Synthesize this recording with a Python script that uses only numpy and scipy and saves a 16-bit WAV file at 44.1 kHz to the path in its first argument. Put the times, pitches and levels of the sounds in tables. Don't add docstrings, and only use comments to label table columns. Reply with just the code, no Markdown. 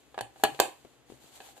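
import sys
import numpy as np
from scipy import signal
from scipy.fft import rfft, irfft
from scipy.io import wavfile

SR = 44100
rng = np.random.default_rng(int(sys.argv[2]) if len(sys.argv) > 2 else 0)


def wav_record(signal):
    frames = np.transpose(np.atleast_2d(signal))
    bounded = np.clip(frames, -1, 1)
    quanta = np.round(bounded * 32767).astype(np.int16)
    wavfile.write(sys.argv[1], SR, quanta)


N = 70560


def undb(db):
    return 10 ** (np.asarray(db) / 20)


def pan(db):
    return undb(np.array([[db], [-db]]) / 2)


def at(points, hz):
    f, values = np.array(points).T
    return np.interp(np.log(np.maximum(hz, 1)), np.log(f), values)


def colour(x, points):
    gain = undb(at(points, np.fft.rfftfreq(2 * N, 1 / SR)))
    gain /= np.sqrt(np.mean(gain ** 2))
    cepstrum = irfft(np.log(gain))
    cepstrum[1:N] *= 2
    cepstrum[N + 1:] = 0
    return irfft(rfft(x, 2 * N) * np.exp(rfft(cepstrum)))[..., :N]


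def noise(likeness):
    white = rng.standard_normal((3, N))
    return np.sqrt(likeness) * white[0] + np.sqrt(1 - likeness) * white[1:]


def since(start):
    return np.maximum(np.arange(N) / SR - start, 0)


def fade(t, t60, attack_s=0.0004):
    return (1 - np.exp(-t / attack_s)) * np.exp(-np.log(1000) * t / t60)


def ring(t, hz, t60, phase=0):
    return np.sin(2 * np.pi * hz * t + phase) * fade(t, t60)


def burst(t, t60, spectrum):
    return colour(noise(likeness=0.33) * fade(t, t60), spectrum)


def rubbing(slips_per_s=680):
    # t/s, level/dB
    swell = [(0, -64.5), (.04, -68.5), (.33, -68.5), (.40, -58.5), (.52, -55.5), (.58, -56), (.76, -63.5),
             (0.941, -67.5), (1.05, -74), (1.109, -58.5), (1.195, -65), (1.215, -59), (1.269, -57.5),
             (1.31, -61), (1.365, -50.5), (1.388, -58.5), (1.458, -52.5), (1.508, -54.5), (1.55, -65),
             (1.578, -54), (1.6, -63)]
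    # f/Hz, level/dB
    spectrum = [(150, -73.5), (450, -0.5), (800, 6.5), (1200, -2.5), (2200, -3), (3000, 0), (4400, -0.5),
                (5400, -8.5), (7000, 1), (10000, -4.5), (14000, -7.5)]
    onsets = rng.random(N) < slips_per_s / SR
    scatter_db = -0.5 * np.minimum(rng.exponential(size=N), 3)
    slips = onsets * undb(scatter_db) * noise(likeness=0.17)
    hiss = 0.5 * slips / slips.std() + 0.94 * noise(likeness=0.1)
    level_db = np.interp(since(0), *np.array(swell).T)
    return colour(hiss, spectrum) * undb(level_db)


def room_tone():
    # f/Hz, level/dB
    spectrum = [(25, -49), (45, -32.5), (65, 2.5), (95, -14.5), (130, 3), (175, -13), (270, -0.5),
                (450, -6), (800, -10.5), (1300, -15), (3000, -17), (5400, -27), (7000, -23.5), (14000, -48)]
    return undb(-63) * colour(noise(likeness=0.61), spectrum)


def shell(t, crack_db, stretch, place, bass_cut_hz=293):
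    # f/Hz, level/dB, t60/s
    modes = [(258, -16, 0.078), (307.5, -26, 0.22), (437.4, -9.5, .07), (536, -5, 0.044), (647, -8, 0.052),
             (714, -4.5, .075), (773.3, 0.5, 0.044), (945.6, -14.5, 0.12), (1222, -23, 0.042),
             (1588, -12.5, 0.076), (1678, -5.5, 0.04), (2539, -14, 0.052), (3020, -16, 0.073),
             (3815, -23, 0.016), (4440, -19, 0.11)]
    # f/Hz, level/dB
    crack_spectrum = [(150, -15.5), (400, 9.5), (900, -0.5), (1300, -1.5), (2100, -6), (2900, 0.5),
                      (4500, -3), (5400, -14), (7400, -5), (10500, -7), (13000, -12), (15000, -18.5)]
    body = 0
    for k, (hz, db, t60) in enumerate(modes):
        detune, spread = rng.standard_normal(2)
        phase = 0.28 * spread * np.array([[1], [-1]])
        weight = undb(db + 3.5 * place * (-1) ** k)
        body = body + weight * ring(t, hz * (1 + 0.003 * detune), t60 * stretch, phase)
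    body = signal.lfilter(*signal.butter(2, bass_cut_hz, "high", fs=SR), body)
    crack = burst(t, t60=0.038 * stretch, spectrum=crack_spectrum)
    return body + undb(crack_db - 1.5) * crack


def ticks():
    # t/s, level/dB, contact f/Hz, crack/dB, decay stretch, strike place (-1 to 1)
    contacts = [(0.1433, -50.5, 1020, 7.5, 1.45, 0.36), (0.178, -33, 920, 5.5, 0.76, 0.69),
                (0.1887, -30, 1500, 4.5, 0.55, -0.17), (0.2087, -28.5, 9720, 0.5, 0.67, 0.83),
                (0.359, -54.5, 940, 3, 1.35, 0.7), (0.398, -58.5, 860, 0, 3.1, 0.68),
                (0.4486, -24, 1770, 5.5, 0.82, .3), (0.546, -48, 3440, 5.5, 1.0, .3),
                (0.591, -36, 1510, 5.5, 1.54, 0.11), (1.403, -43, 2630, -1, 1.23, 0.052),
                (1.487, -53.5, 740, -11, 0.82, 0.91), (1.5675, -55, 830, -4, .7, .2),
                (1.577, -55, 653, 5.5, 0.97, 0.68)]
    for start, db, hz, crack_db, stretch, place in contacts:
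        hit = shell(since(start), crack_db, stretch, place)
        soft = signal.lfilter(*signal.butter(1, hz, fs=SR), hit)
        peak = signal.lfilter(*signal.iirpeak(hz, Q=1.08, fs=SR), hit)
        yield undb(db) * (soft + undb(1) * peak), -12.5


def booms(rise_s=0.004):
    # t/s, level/dB, f/Hz
    low_booms = [(0.21, -44, 116.4), (0.443, -45, 130.2), (0.515, -47.5, 139.1), (1.114, -51, 126.8)]
    low = 0
    for start, db, hz in low_booms:
        t = since(start)
        low = low + undb(db) * ring(t, hz, t60=0.21) * (1 - np.exp(-t / rise_s))
    return low


def clacks():
    # t/s, level/dB, crack/dB, snap/dB, decay stretch, strike place (-1 to 1),
    # thump/dB, room send/dB, left minus right/dB
    contacts = [(0.4363, -14, 0, -6, 0.97, 0.91, -34, -14.5, 3.5),
                (0.5998, -13.5, 3.5, 2, 0.59, -0.83, -14.5, -9.5, -1)]
    # f/Hz, level/dB
    snap_spectrum = [(200, -5), (1000, -10), (2200, -21), (3000, -3.5), (4400, 5), (5400, -8), (7400, 3),
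                     (10500, -6.5), (13000, 6), (15000, -10.5)]
    for start, db, crack_db, snap_db, stretch, place, thump_db, send_db, pan_db in contacts:
        t = since(start)
        snap = undb(snap_db) * burst(t, t60=0.023, spectrum=snap_spectrum)
        thump = undb(thump_db) * ring(t, hz=85, t60=0.01)
        hit = shell(t, crack_db, stretch, place) + snap + thump
        yield undb(db) * pan(pan_db) * hit, send_db


def bumps():
    # t/s, level/dB, f/Hz
    landings = [(0.849, -36.5, 395), (1.1, -36, 336), (1.1209, -36.5, 389), (1.242, -46.5, 303)]
    # f/Hz, level/dB
    scuff_spectrum = [(80, -27.5), (300, -3), (650, -7.5), (1200, -18), (4000, -25), (14000, -47.5)]
    for start, db, hz in landings:
        t = since(start)
        knock = ring(t, hz, t60=0.016)
        scuff = undb(-9) * burst(t, t60=0.032, spectrum=scuff_spectrum)
        yield undb(db) * pan(4) * (knock + scuff), -16


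def room(send, predelay_s=0.0026, build_s=0.0045):
    # f/Hz, level/dB
    spectrum = [(60, 6), (130, 6.5), (190, -3), (300, 11.5), (400, -0.5), (650, 5), (1100, 2), (1650, -3),
                (2400, 5.5), (5000, -4), (8500, 4.5), (13000, -8.5)]
    # f/Hz, t60/s
    decays = [(120, 0.22), (500, 0.22), (2000, 0.29), (8000, 0.22), (14000, 0.26)]
    t, hz = since(predelay_s), np.fft.rfftfreq(N, 1 / SR)
    white, tail = rfft(noise(likeness=0.4)), 0
    for k, (_, t60) in enumerate(decays):
        band = at([(f, j == k) for j, (f, _) in enumerate(decays)], hz)
        tail = tail + irfft(white * band, N) * fade(t, t60)
    tail *= 1 - np.exp(-t / build_s)
    tail /= np.sqrt(np.sum(tail ** 2) / 2)
    return signal.fftconvolve(send, colour(tail, spectrum), axes=1)[:, :N]


def ports(x, near, left_lag_s=0.00006):
    # f/Hz, left minus right/dB
    balance = [(130, 13), (270, 11), (420, 4), (540, -3), (780, -3), (1100, 0), (1700, -1), (4200, 1),
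               (7500, 0), (10000, 4), (12500, 8)]
    # f/Hz, level/dB
    shade = [(7500, 0), (10000, -6), (12000, -11)]
    hz = np.fft.rfftfreq(2 * N, 1 / SR)
    ratio = undb(at(balance, hz))
    left = ratio * np.exp(-2j * np.pi * hz * left_lag_s)
    right = undb(near * at(shade, hz))
    response = np.array([left, right]) * np.sqrt(2 / (1 + ratio ** 2))
    return irfft(rfft(x, 2 * N) * response)[:, :N]


def scene():
    hits = [*clacks(), *ticks(), *bumps()]
    reflections = room(sum(hit * undb(send_db) for hit, send_db in hits))
    ambience = reflections + room_tone()
    direct = sum(hit for hit, _ in hits) + booms() + rubbing()
    return ports(direct, near=True) + ports(ambience, near=False)


def record(dry):
    return signal.sosfilt(signal.ellip(8, 0.2, 70, 14300, fs=SR, output="sos"), dry)


dry = scene()
out = record(dry)
wav_record(out)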